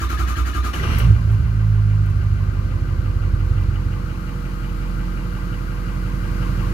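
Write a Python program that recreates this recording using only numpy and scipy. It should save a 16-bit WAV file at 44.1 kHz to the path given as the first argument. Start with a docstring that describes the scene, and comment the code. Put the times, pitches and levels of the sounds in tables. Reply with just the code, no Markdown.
"""A V8 diesel is cranked, catches, runs fast and sinks to idle, heard on the dashboard of the cab.
Each compression loads the starter, whose gear grinds and whines while the cab rocks on its mounts.
Each firing then excites the cab's modes; uneven cylinders give the lope, which changes when the fast
idle ends. Combustion clatter, knocks ringing the block and tones geared to the crank come through
the firewall, with rumble, hiss and a few bright ticks."""
import sys
import numpy as np
from scipy import signal
from scipy.fft import rfft, irfft, next_fast_len
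from scipy.io import wavfile
from scipy.ndimage import uniform_filter1d

SR = 44100
rng = np.random.default_rng(int(sys.argv[2]) if len(sys.argv) > 2 else 0)


def store_pcm(level_fs):
    """Save levels as 16-bit WAV."""
    pcm = np.round(np.clip(level_fs, -1, 1) * 32767).astype(np.int16)
    wavfile.write(sys.argv[1], SR, np.atleast_2d(pcm).T)


N = 296793
T = np.arange(N) / SR
FIRING_FROM_S, SETTLE_FROM_S = .74, 3.4
BASS_LEFT_DB = -3.5  # left relative to right

# compression strokes: t/s, grind level/dB, gear level/dB, ring f/Hz, share of the passed rings,
# rocking level at the stroke/dB, rocking level after it/dB
STROKES = [(0.0094, -31.5, -35.5, 1190, 0.67, -29, -18.5), (0.0985, -29.5, -34.5, 1243, 0.097, -31, -18.5),
           (0.188, -30.5, -35, 1237, 0.48, -26, -16), (0.279, -30.5, -36.5, 1215, 0.49, -24.5, -19),
           (0.367, -31.5, -36, 1210, 0.55, -57, -15), (0.462, -32, -38.5, 1244, 0.66, -22.5, -22),
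           (0.5465, -32, -35.5, 1214, 0.47, -33.5, -16.5), (0.6433, -30, -36.5, 1223, 0.31, -23, -21),
           (0.74, -31.5, -58, 1210, 0.37, -53, -20.5)]
# envelope of the clatter: t/s, level/dB
CLATTER_LEVEL = [(.75, -24.5), (.85, -30.5), (.97, -35), (1.15, -42), (1.5, -44), (2.9, -44), (4.6, -42.5),
                 (5.4, -42), (5.56, -42), (5.75, -42), (6.2, -41), (6.45, -39), (6.73, -39)]
# knocks of a cycle: crank angle/firings, f/Hz, width/octaves, relative level/dB, length/firings
KNOCKS = [(0.79, 1600, 0.24, 3, 0.17), (0.109, 2700, 0.3, 3, 1.3), (1.2, 2000, 0.17, 2.5, 0.31),
          (2.8, 2610, 0.14, 5.5, 0.42), (2.4, 2000, 0.085, 4.5, 0.18), (2.6, 1700, 0.063, 4.5, 0.28),
          (.8, 840, 0.9, 3.5, 0.25), (1.9, 1000, 0.27, 6, 0.23), (1.8, 970, 0.12, -0.5, 0.77),
          (3.756, 690, 0.54, 2, 0.35), (7.4, 1400, 0.42, -9.5, 0.34), (7.3, 1650, 0.99, -6.5, 0.34),
          (2.191, 977, 0.11, 7, 1.3), (7, 1510, 0.18, -15.5, 2.8)]
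# modes of the engine block: f/Hz, width/Hz, share
BLOCK_MODES = [(600, 47, .3), (840, 30, 0.49), (1050, 72, 0.45), (1192, 20, 0.87), (1423, 20, 0.93),
               (1570, 60, 0.37), (1993, 45, 0.7), (2370, 50, 0.6), (2620, 110, .7), (2830, 110, 0.8)]
# left microphone relative to right: f/Hz, level/dB
LEFT_DB = [(60, -2.5), (200, -4.5), (380, 3.5), (700, -3.5), (1290, 8), (2380, 4.5), (4400, 5), (8120, 1.5),
           (15000, 2)]


def amp(db):
    """Amplitude ratio of a level in decibels."""
    return 10 ** (np.asarray(db, float) / 20)


def unit_rms(x):
    """Normalisation to unit mean power."""
    return x / np.sqrt(np.mean(x ** 2) + 1e-20)


def bell(x, centre, width):
    """Gaussian curve, down to 1/e one width from its centre."""
    return np.exp(-((x - centre) / width) ** 2)


def ramp(start_s, length_s):
    """Linear rise from 0 to 1."""
    return np.clip((T - start_s) / length_s, 0, 1)


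def at_frequency(points, hz):
    """Interpolation along a logarithmic frequency axis."""
    f, value = np.transpose(points)
    return np.interp(np.log(hz + 1), np.log(f + 1), value)


def over_time(rows):
    """Linear interpolation in time, one curve for each column after the first."""
    s, *values = np.transpose(rows)
    return [np.interp(T, s, v) for v in values]


def add_at(out, s, sound):
    """Superposition of a sound that starts at time s."""
    out[..., round(s * SR):][..., :sound.shape[-1]] += sound


def resonate(x, hz, width):
    """A resonance that may glide, by heterodyning: shift hz to zero, smooth, shift back."""
    turn = np.exp(2j * np.pi * np.cumsum(hz * np.ones(len(x))) / SR)
    pole = np.exp(-np.pi * width / SR)
    return 2 * (turn * signal.lfilter([1 - pole], [1, -pole], x / turn)).real


def ringing(modes, rise_s):
    """Impulse response of damped modes: the wider a mode, the faster its sine decays."""
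    t = T[:SR // 2]
    ring = sum(share * np.exp(-np.pi * width * t) * np.sin(2 * np.pi * hz * t)
               for hz, width, share in modes)
    return ring * (1 - np.exp(-t / rise_s))


def cyclic_blows(angle, blows, modes, level_db, scatter_db, rise_s=1e-5):
    """Impulse excitation: blows of scattered strength ring the modes once in every eight firings."""
    impulses = np.zeros(N)
    for place, db in blows:
        cycle = np.floor((angle - place) / 8)
        impulses += amp(db) * np.diff(cycle, prepend=cycle[0])
    impulses *= amp(level_db + scatter_db * rng.standard_normal(N))
    return signal.oaconvolve(impulses, ringing(modes, rise_s))[:N]


def block_modes_near(f, octaves):
    """Selective excitation: a knock drives mostly the block modes near its own pitch."""
    return [(hz, width, share * bell(np.log2(hz / f), 0, octaves)) for hz, width, share in BLOCK_MODES]


def at_microphones(mono, hz):
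    """Level and time cues of a knock: the right channel is inverted and 20 samples late."""
    left_db = at_frequency(LEFT_DB, hz)
    return np.array([mono * amp(left_db / 2), -np.roll(mono, 20) * amp(-left_db / 2)])


def cab_noise(spectrum, size, shape=lambda s, hz: 1, angle=None):
    """Partly coherent noise at two microphones, scaled by shape; given an angle, part of it recurs."""
    # part of the noise that recurs each cycle: f/Hz, amplitude share
    recurring = [(100, .5), (400, .7), (900, .9), (1600, .88), (2100, .7), (3000, .58), (5000, .42),
                 (9000, .2)]
    # likeness of left and right: f/Hz, correlation
    coherence = [(60, 1), (290, 0.84), (640, 0.37), (2000, 0.51), (4000, 0.14), (15000, 0.12)]
    # lead of the left microphone: f/Hz, phase/rad
    phase_lead = [(45, -0.35), (190, -0.54), (330, 0.88), (520, 1.7), (780, 3), (1210, 4.5), (1720, 4.5),
                  (2840, 5), (4130, 13), (6200, 17), (8010, 21), (8440, 19), (9220, 19.5), (11400, 13),
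                  (12700, 6), (16000, 12)]
    # peaks and a notch of the cab: f/Hz, width/Hz, gain/dB
    cab_colour = [(3390, 71, 0.5), (3480, 47, -9), (4270, 270, 4), (4730, 220, 1.5), (4920, 110, 3),
                  (5300, 240, 0.5), (6290, 1020, 6.5)]
    frames = dict(nperseg=size, noverlap=3 * size // 4)
    hz, s, (left, other) = signal.stft(rng.standard_normal((2, N)), SR, **frames)
    hz = hz[:, None]
    if angle is not None:
        first, second = rng.standard_normal((2, 2, 8192))[:, :, (angle % 8 * 1024).astype(int)]
        pattern = first * np.cos(.9 * T) + second * np.sin(.9 * T)  # drifts at 0.9 rad/s
        share = at_frequency(recurring, hz)
        fresh = np.sqrt(1 - share ** 2) * np.array([left, other])
        left, other = share * signal.stft(pattern, **frames)[2] + fresh
    same = at_frequency(coherence, hz)
    right = (same * left + np.sqrt(1 - same ** 2) * other) * np.exp(-1j * at_frequency(phase_lead, hz))
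    balance = amp(at_frequency(LEFT_DB, hz) / 2)
    colour_db = sum(db * bell(hz, f, width) for f, width, db in cab_colour)
    in_band = (hz > spectrum[0][0]) & (hz < spectrum[-1][0])
    gain = amp(at_frequency(spectrum, hz) + colour_db) * in_band * shape(s, hz)
    out = signal.istft(np.array([left * balance, right / balance]) * gain, **frames)[1][:, :N]
    return out / np.sqrt(np.mean(out.mean(0) ** 2))


def through_covers(x):
    """Resonant transmission: block and covers favour narrow bands of the noise."""
    # resonances of block and covers: f/Hz, half-width/Hz, gain/dB
    cover_rings = [(850, 25, 1), (1053, 40, 2.5), (1210, 45, 5), (1402, 27, 4.5), (1578, 40, 4.5),
                   (1830, 26, 5), (2000, 42, 6), (2160, 41, 0.5), (2376, 30, 5.5), (2820, 45, 5),
                   (3050, 31, 2.5), (3510, 40, 2.5)]
    size = next_fast_len(N)
    hz = np.fft.rfftfreq(size, 1 / SR)
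    lift_db = sum(db / (1 + ((hz - f) / width) ** 2) for f, width, db in cover_rings)
    return irfft(rfft(x, size) * amp(lift_db - 2.5), size)[:, :N]


def starter_whine():
    """Gear mesh under load: each compression slows the starter; its falling whine rings the housing."""
    # rings the whine passes: ratio to the mean main ring, width/Hz, level/dB, t into the stroke/s
    passed_rings = [(1.5, 41, -8, 0.0085), (1.36, 31, -0.5, 0.0069), (1.32, 16, -2, 0.026),
                    (1.1, 15, 5, 0.038), (0.92, 13, -11, 0.038), (.65, 30, -14, 0.038),
                    (2.4, 60, -10, 0.056), (2.4, 19, -8, 0.017), (3.8, 45, -13, 0.027),
                    (2.94, 15, -14, 0.045), (5.45, 42, -12, 0.033)]
    s, _, gear_db, ring_hz, passed_share, *_ = np.transpose(STROKES)
    lead_s, slowest_s, hold_s = .016, .065, .019
    t = T[:SR] + lead_s  # the whine starts to fall just before the grind
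    stroke = np.clip(np.searchsorted(s, t) - 1, 0, None)
    age = np.maximum(t - s[stroke], 0)
    load = np.exp(-((age - .054) / .027) ** 4) + .25 * bell(age, .085, .0084)
    swoop_gain = .28 * np.exp(-(age / .096) ** 3) * np.clip(age / .0033, 0, 1)
    mesh_hz = ring_hz[stroke] * (1.13 + .31 * np.cos(np.pi * age / slowest_s))
    # a high rasp sags under load and climbs back
    high_hz = 3850 - 350 * np.cos(2 * np.pi * (age - slowest_s) / np.diff(s).mean())
    level = uniform_filter1d(amp(gear_db[stroke]), 400)
    out = np.zeros((2, N))
    for side, teeth in enumerate(rng.standard_normal((2, SR))):
        rasp = unit_rms(resonate(resonate(teeth, mesh_hz, 110), mesh_hz, 110))
        rasp += .86 * unit_rms(resonate(teeth, 2 * mesh_hz, 90))
        mesh_phase = 2 * np.pi * np.cumsum(mesh_hz) / SR + side
        swoop = .4 * rasp + 1.2 * np.cos(mesh_phase) + .5 * np.cos(2 * mesh_phase)
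        main_ring = np.cos(2 * np.pi * np.cumsum(ring_hz[stroke]) / SR + side)
        main_ring += .4 * unit_rms(resonate(teeth, ring_hz[stroke], 50))
        passed = sum(amp(db) * bell(age, peak_s, hold_s)
                     * unit_rms(resonate(teeth, ratio * ring_hz.mean(), width))
                     for ratio, width, db, peak_s in passed_rings)
        housing = 1.35 * load * main_ring + passed_share[stroke] * passed
        high_rasp = amp(-20) * unit_rms(resonate(resonate(teeth, high_hz, 170), high_hz, 170))
        out[side, :SR] = level * (swoop_gain * swoop + housing + high_rasp)
    return out * amp([[6], [-.5]])


def starter_grind():
    """Amplitude-modulated noise: the gear grinds in a burst at each compression."""
    # grinding spectrum: f/Hz, relative density level/dB
    spectrum = [(47, -30), (80, 3), (122, -18), (232, 4), (330, -10), (480, -28.5), (768, -12.5),
                (877, -27.5), (1220, -8), (1860, -20), (2540, -20), (5170, -31.5), (6450, -36),
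                (12000, -28), (16000, -39)]
    # resonances of the starter housing: f/Hz, width/Hz, gain/dB
    housing_rings = [(2300, 140, 3.5), (2630, 50, 3), (2860, 50, 2), (3200, 51, -2), (3530, 60, 2),
                     (4400, 74, -2), (5500, 130, 6), (5730, 70, 2), (6200, 80, 8.5), (6720, 90, 8),
                     (7320, 83, 12)]
    s, grind_db, *_ = np.transpose(STROKES)

    def bursts(t, hz):
        stroke = np.clip(np.searchsorted(s, t + .013) - 1, 0, None)
        age = t - s[stroke]
        floor = np.clip(.5 - .092 * np.log2((hz + 1) / 1000), .12, 1)  # duller between strokes
        floor = floor * (1 + .38 * bell(hz, 4000, 790)) * (t < .85)
        burst = np.exp(-(np.maximum(age, 0) / .063) ** 2.5) * np.clip(age / .019 + .67, 0, 1)
        rings_db = sum(db * bell(hz, f, width) for f, width, db in housing_rings)
        return amp(grind_db[stroke] - grind_db.mean() + rings_db) * (floor + burst)
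    return amp(-43.5) * cab_noise(spectrum, 256, bursts)


def cab_shudder():
    """Forced vibration: the cab rocks on its mounts, checked at each stroke and swelling after it."""
    rock_hz, swell_s = 61.4, .052
    s, *_, checked_db, swell_db = np.transpose(STROKES)
    times = np.ravel([s, s + swell_s], "F")
    levels = amp(np.ravel([checked_db, swell_db], "F"))
    envelope = uniform_filter1d(np.interp(T, times, levels), 400) * np.clip((.85 - T) / .043, 0, 1)
    return np.sqrt(2) * envelope * np.cos(2 * np.pi * rock_hz * T)


def compression_thuds():
    """Impulse excitation: each stroke rings low modes, every second one 5 dB harder."""
    # modes of the thud: f/Hz, width/Hz, signed share
    modes = [(92, 8.7, 0.65), (121, 20, 0.39), (283, 4.2, 0.097), (335.5, 8.3, -0.15)]
    s, grind_db, *_ = np.transpose(STROKES)
    heavy = np.arange(len(s)) % 2 == 0
    blows = np.zeros(N)
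    blows[np.round((s - .002) * SR).astype(int)] = amp(grind_db + 11.5 + 5 * heavy)
    thuds = signal.oaconvolve(blows, ringing(modes, rise_s=.0049))[:N]
    return thuds * amp([[BASS_LEFT_DB / 2], [-BASS_LEFT_DB / 2]])


def combustion_clatter(angle):
    """Cyclostationary noise: valves and combustion swell in set bands at set crank angles."""
    # clatter spectrum: f/Hz, relative density level/dB
    spectrum = [(350, -60), (600, -9.5), (627, -29), (837, 1.5), (915, -5.5), (1040, 1), (1230, 0),
                (1560, 0.5), (1740, -11), (2030, -7.5), (2900, -10), (3350, -14.5), (5050, -18.5),
                (5700, -24), (8500, -28.5), (11000, -36.5), (18700, -120)]

    def knocking(s, hz):
        crank = np.interp(s, T, angle)
        power = 1 + sum(amp(2 * db) * bell(np.log2((hz + 1) / f), 0, octaves)
                        * bell((crank - place) % 8, 0, length)
                        for place, f, octaves, db, length in KNOCKS)
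        # once a cycle the pitch drops and climbs again; the upper band thins at the drop
        churn_hz = 1040 + 360 * ((crank - 1.6) % 8 / 8)
        churn_db = 4 * bell(hz, churn_hz, 120) - 6 * bell(hz, 1400, 150) * bell(crank % 8, 2.1, .8)
        power = power * amp(2 * churn_db * np.clip(s / SETTLE_FROM_S, 0, 1))
        return np.sqrt(power / power.mean(1, keepdims=True))
    return through_covers(cab_noise(spectrum, 512, knocking, angle))


def rumble(angle):
    """Low-frequency noise, partly periodic with the engine cycle."""
    # rumble spectrum: f/Hz, relative density level/dB
    spectrum = [(28, -41), (45, -11.5), (110, -8.5), (180, -10), (230, -17), (340, -21), (415, -29.5),
                (480, -24.5), (550, -27.5), (750, -29.5), (1000, -68)]
    # rumble relative to the clatter: t/s, level/dB
    level = [(.75, 8), (1.2, 10.5), (2.0, 9), (2.7, 12), (3.6, 8.5), (5.0, 9), (6.73, 7.5)]
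    return amp(over_time(level)[0]) * cab_noise(spectrum, 2048, angle=angle)


def hiss():
    """Broadband hiss, rising 2 dB against the clatter as the fast idle ends."""
    # hiss spectrum: f/Hz, relative density level/dB
    spectrum = [(4120, -34.5), (7000, -3), (7450, -0.5), (9360, -0.5), (10900, 4), (12100, 4.5),
                (15100, -4.5), (16000, -2)]
    return amp(-19 + 2 * ramp(3.8, .45)) * cab_noise(spectrum, 256)


def block_knocks(angle):
    """Modal ringing: the same knocks strike the block in every cycle."""
    out = np.zeros((2, N))
    for place, hz, octaves, db, _ in KNOCKS:
        modes = block_modes_near(hz, octaves)
        knock = cyclic_blows(angle, [(place, db)], modes, 0, scatter_db=1.6, rise_s=.0048)
        out += at_microphones(knock, hz)
    return amp(-9.5) * unit_rms(out)


def catching():
    """Combustion transients: the first firings are decaying noise bursts over the run-up's swell."""
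    # hard firings: t/s, relative level/dB
    firings = [(0.7363, -21), (0.7897, -42), (0.834, -22.5), (0.9009, -32), (0.9309, -38), (1.0032, -28),
               (1.0466, -36)]
    # their spectrum: f/Hz, relative density level/dB
    spectrum = [(88, -30), (150, -1), (209, -13), (244, -15), (368, -13), (439, -8.5), (923, -16.5),
                (1210, -13.5), (1830, -18), (2870, -13.5), (3490, -21.5), (5200, -32), (5790, -26),
                (6500, -40), (8400, -33.5), (11900, -32.5), (16000, -45)]
    peak_s, rise_db_per_s, fall_s, t60_s = .947, 41, .13, .12
    late = T - peak_s
    swell_db = -32 + rise_db_per_s * late.clip(None, 0) - 10 * (late.clip(0, 1) / fall_s) ** 2
    envelope = amp(swell_db) * ramp(.723, .015)
    for s, db in firings:
        decay_db = 60 * (T - s).clip(0, 1) / t60_s
        envelope += amp(db - 12 - decay_db) * ramp(s - .0065, .0065) * (T < s + 1)
    return through_covers(cab_noise(spectrum, 498)) * envelope


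def firing_pings():
    """Free vibration of metal: hard first firings ring the block around one pitch each."""
    # pings: t/s, level/dB, f/Hz
    pings = [(.737, -25, 1750), (.742, -22, 3000), (.746, -30.5, 1226), (.76, -19, 1660), (.789, -33, 1550),
             (.798, -22, 2000), (.833, -27, 3010), (0.835, -20.5, 1560), (0.839, -19.5, 1120),
             (.842, -24, 2850), (.855, -36, 1190), (.87, -24, 2800), (.876, -23, 1100), (0.903, -18, 1310),
             (.915, -33, 1220), (.945, -34, 3000), (0.959, -29, 1250), (.932, -22, 2060),
             (0.979, -27, 2000), (1.003, -31, 2900), (1.022, -25.5, 1146), (1.05, -31, 1200)]
    out = np.zeros((2, N))
    for s, db, hz in pings:
        modes = [(hz, 70, .9)] + block_modes_near(hz, octaves=.076)
        add_at(out, s, at_microphones(amp(db) * ringing(modes, rise_s=.0019), hz))
    return out


def body_thumps():
    """Structure-borne sound: the catching engine jolts the body, one damped mode to a jolt."""
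    # jolts: t/s, level/dB, f/Hz
    jolts = [(0.738, -36, 200), (0.765, -37, 244), (0.787, -24, 231), (0.81, -20, 377), (0.848, -18.5, 350),
             (0.871, -24, 270), (0.89, -16, 240), (0.915, -16.5, 247), (0.957, -19, 242)]
    out = np.zeros(N)
    for s, db, hz in jolts:
        add_at(out, s, amp(db + .5) * ringing([(hz, 53, 1)], rise_s=.003))
    return out * amp([[-1.5], [1.5]])


def crank_angle():
    """Phase as the integral of firing rate, in firings; a cycle of eight begins at 1 s."""
    # engine speed: t/s, firing rate/Hz
    speed = [(.74, 14), (.82, 30), (.9, 44.07), (1.0, 56.79), (1.2, 53.62), (1.5, 53.51), (2.4, 49.53),
             (2.75, 47.01), (4.1, 44.79), (4.5, 44.7), (4.75, 44.18), (5.3, 45.0), (6.73, 45.39)]
    firings = np.cumsum(over_time(speed)[0]) / SR
    return firings - firings[SR]


def exhaust_hum(angle):
    """The fundamental of the exhaust pulses: one period to a firing."""
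    # envelope of the hum: t/s, level/dB
    level = [(.78, -38.5), (.9, -23.5), (1.07, -12.5), (1.17, -22), (2.5, -22.5), (2.9, -23.5),
             (3.3, -20.5), (3.6, -20.5), (4.2, -29.5), (5.0, -24), (5.4, -28), (6.73, -23.5)]
    hum_db = over_time(level)[0] - 99 * (T < FIRING_FROM_S)
    return np.sqrt(2) * amp(hum_db) * np.cos(2 * np.pi * (angle + .21))


def fast_idle_lope(angle):
    """Subharmonics: unequal cylinders ring the cab in a lope, while the evenly spaced firings make the cab
    boom."""
    # cold cylinders: crank angle/firings, level/dB
    cylinders = [(0.15, -2.3), (1.11, -3.6), (2.09, 0.0), (3.16, -1.1), (4.19, -4.7), (5.05, -0.5),
                 (6.12, -10.9), (7.18, -0.2)]
    # cab modes: f/Hz, width/Hz, signed share
    cab_modes = [(74.4, 6.2, 1.0), (103.4, 6.5, -0.61), (124.6, 6.0, 0.24)]
    # cab modes the even firings drive into a boom: f/Hz, width/Hz, signed share
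    boom_modes = [(104.4, 6, 1), (158, 14, -.35)]
    # catch and fast idle: t/s, lope level/dB, boom level/dB
    levels = [(.74, -35, -54), (.8, -19.5, -25.5), (.97, -16, -21.5), (1.03, -2.5, -26), (1.07, -6.5, -1.5),
              (1.11, -10.5, -22.5), (1.18, -26, -19.5), (1.3, -6.5, -23.5), (1.45, -17.5, -22.5),
              (1.6, -33, -21), (1.9, -22, -19.5), (2.2, -12.5, -21.5), (2.6, -17, -22), (3.55, -13.5, -24),
              (3.9, -18.5, -25.5)]
    end_s, fade_db_per_s = levels[-1][0], 42.5
    gate_db = -99 * (T < FIRING_FROM_S) - fade_db_per_s * np.maximum(T - end_s, 0)
    lope_db, boom_db = over_time(levels)
    even_blows = [(k - .29, 0) for k in range(8)]
    lope = cyclic_blows(angle, cylinders, cab_modes, lope_db + gate_db, scatter_db=1.75)
    return lope + cyclic_blows(angle, even_blows, boom_modes, boom_db + gate_db, scatter_db=1)


def geared_tones(angle, clatter_dip_db):
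    """Engine orders: parts driven by the crank sound at fixed multiples of the firing rate."""
    # orders: f/firing rate
    orders = [3.6, 4, 5, 6, 6.4, 7.2, 7.8, 8, 10, 10.8, 12, 13]
    # for each order: cold level/dB, warm level/dB, slow-idle level/dB
    levels = [(-48, -42.5, -43.5), (-47, -45, -44.5), (-45.5, -47, -45.5), (-54, -45.5, -44),
              (-57, -51, -49.5), (-49, -39, -40.5), (-60, -51, -50), (-57, -49, -48), (-64, -55, -58),
              (-62, -46, -45.5), (-63, -55, -58), (-68, -55, -57)]
    warmth = np.maximum(ramp(2.3, .5), .13)
    settled = ramp(SETTLE_FROM_S, .5)
    out = np.zeros(N)
    for order, (cold, warm, slow) in zip(orders, levels):
        waver = unit_rms(uniform_filter1d(rng.standard_normal(N), 6000))
        tone = np.cos(2 * np.pi * (order * angle + rng.random()) + .073 * waver)
        level_db = cold + (warm - cold) * warmth + (slow - warm) * settled
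        out += np.sqrt(2) * amp(level_db + .5 * waver + .89 * clatter_dip_db - 2) * tone
    return out * ramp(.9, .16)


def ticks():
    """Decaying noise transients: bright ticks and a rustle; the first is the starter letting go."""
    # bursts: t/s, level/dB, rise time/s, 60 dB decay time/s
    bursts = [(0.983, -29, .003, 0.094), (1.305, -48, .015, .2), (2.059, -48, .002, .05),
              (2.0994, -49, .002, .05), (3.61, -51, .003, .05)]
    out, t = np.zeros((2, N)), T[:8192]
    for s, db, rise, t60 in bursts:
        white = rng.standard_normal((2, len(t)))
        bright = np.array([unit_rms(resonate(side, hz=12200, width=6000)) for side in white])
        add_at(out, s, bright * amp(db - 60 * t / t60) * np.minimum(t / rise, 1))
    return out


def injector_knocks():
    """Impact ringing: the sharpest injector knock of a cycle excites slightly detuned modes."""
    # knocks: t/s, level/dB
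    knocks = [(2.8863, -44), (3.0579, -43), (3.2306, -42), (3.4057, -40), (3.5803, -37), (3.757, -33),
              (3.932, -36), (4.1091, -43), (4.2877, -42), (4.6458, -37), (5.5408, -36), (5.8965, -49),
              (6.2507, -39), (6.4264, -31), (6.6034, -37)]
    # modes they ring: f/Hz, width/Hz, share
    modes = [(2000, 90, .35), (2400, 110, .5), (2650, 160, 0.39), (2856, 80, 1), (3010, 90, .5)]
    out = np.zeros((2, N))
    for s, db in knocks:
        detuned = [(hz * rng.uniform(.985, 1.015), width, share) for hz, width, share in modes]
        ring = amp(db + 2.5) * ringing(detuned, rise_s=.0015)
        add_at(out, s, at_microphones(ring, modes[-1][0])[:, :4096])
    return out


def slow_idle_lope(angle, clatter_dip_db):
    """Subharmonics of the warm engine: another pattern of unequal cylinders rings the cab."""
    # warm cylinders: crank angle/firings, level/dB
    cylinders = [(-0.32, -5.2), (0.71, -0.7), (1.64, -10.6), (2.66, -5.0), (3.72, 0.0), (4.71, -11.0),
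                 (5.65, -1.1), (6.74, -4.5)]
    # cab modes: f/Hz, width/Hz, signed share
    cab_modes = [(81.9, 6.0, 0.29), (105.1, 8.3, 0.89), (122.7, 14.5, -1.0), (123.6, 6.0, 0.82),
                 (176.6, 6.0, 0.16)]
    risen_s, rise_db_per_s = 3.55, 47
    level_db = -13 + 1.84 * clatter_dip_db - rise_db_per_s * np.maximum(risen_s - T, 0)
    return cyclic_blows(angle, cylinders, cab_modes, level_db, scatter_db=.36)


def spread_bass(mono):
    """Phase and level cues of the bass at the two microphones."""
    # lead of the left microphone: f/Hz, phase/rad
    phase_lead = [(45, .42), (105, .29), (180, .26), (325, -.22), (490, -.07)]
    size = next_fast_len(N)
    lead = np.exp(1j * at_frequency(phase_lead, np.fft.rfftfreq(size, 1 / SR)))
    left = irfft(rfft(mono, size) * lead, size)[:N]
    return np.array([left * amp(BASS_LEFT_DB / 2), mono * amp(-BASS_LEFT_DB / 2)])


def scene():
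    """Superposition of all sources; one crank angle keeps the cyclic ones in step."""
    angle = crank_angle()
    clatter_db = over_time(CLATTER_LEVEL)[0]
    clatter_dip_db = np.minimum(clatter_db - clatter_db[-1], 0)  # below its final level
    bass = cab_shudder() + exhaust_hum(angle) + fast_idle_lope(angle)
    bass += slow_idle_lope(angle, clatter_dip_db) + geared_tones(angle, clatter_dip_db)
    running = combustion_clatter(angle) + rumble(angle) + hiss() + block_knocks(angle)
    running *= amp(clatter_db) * ramp(.7, .4)
    catch = catching() + firing_pings() + body_thumps()
    starter = starter_whine() + starter_grind() + compression_thuds()
    return starter + catch + running + spread_bass(bass) + ticks() + injector_knocks()


def record(dry):
    """Microphone bass roll-off, clipping and band limit."""
    clipped = signal.sosfilt(signal.butter(1, 12., "high", fs=SR, output="sos"), dry).clip(-1, 1)
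    low_pass = signal.firwin(511, 15900, window=("kaiser", 9), fs=SR)
    return signal.oaconvolve(clipped, low_pass[None], "same")


dry = scene()
out = record(dry)
store_pcm(out)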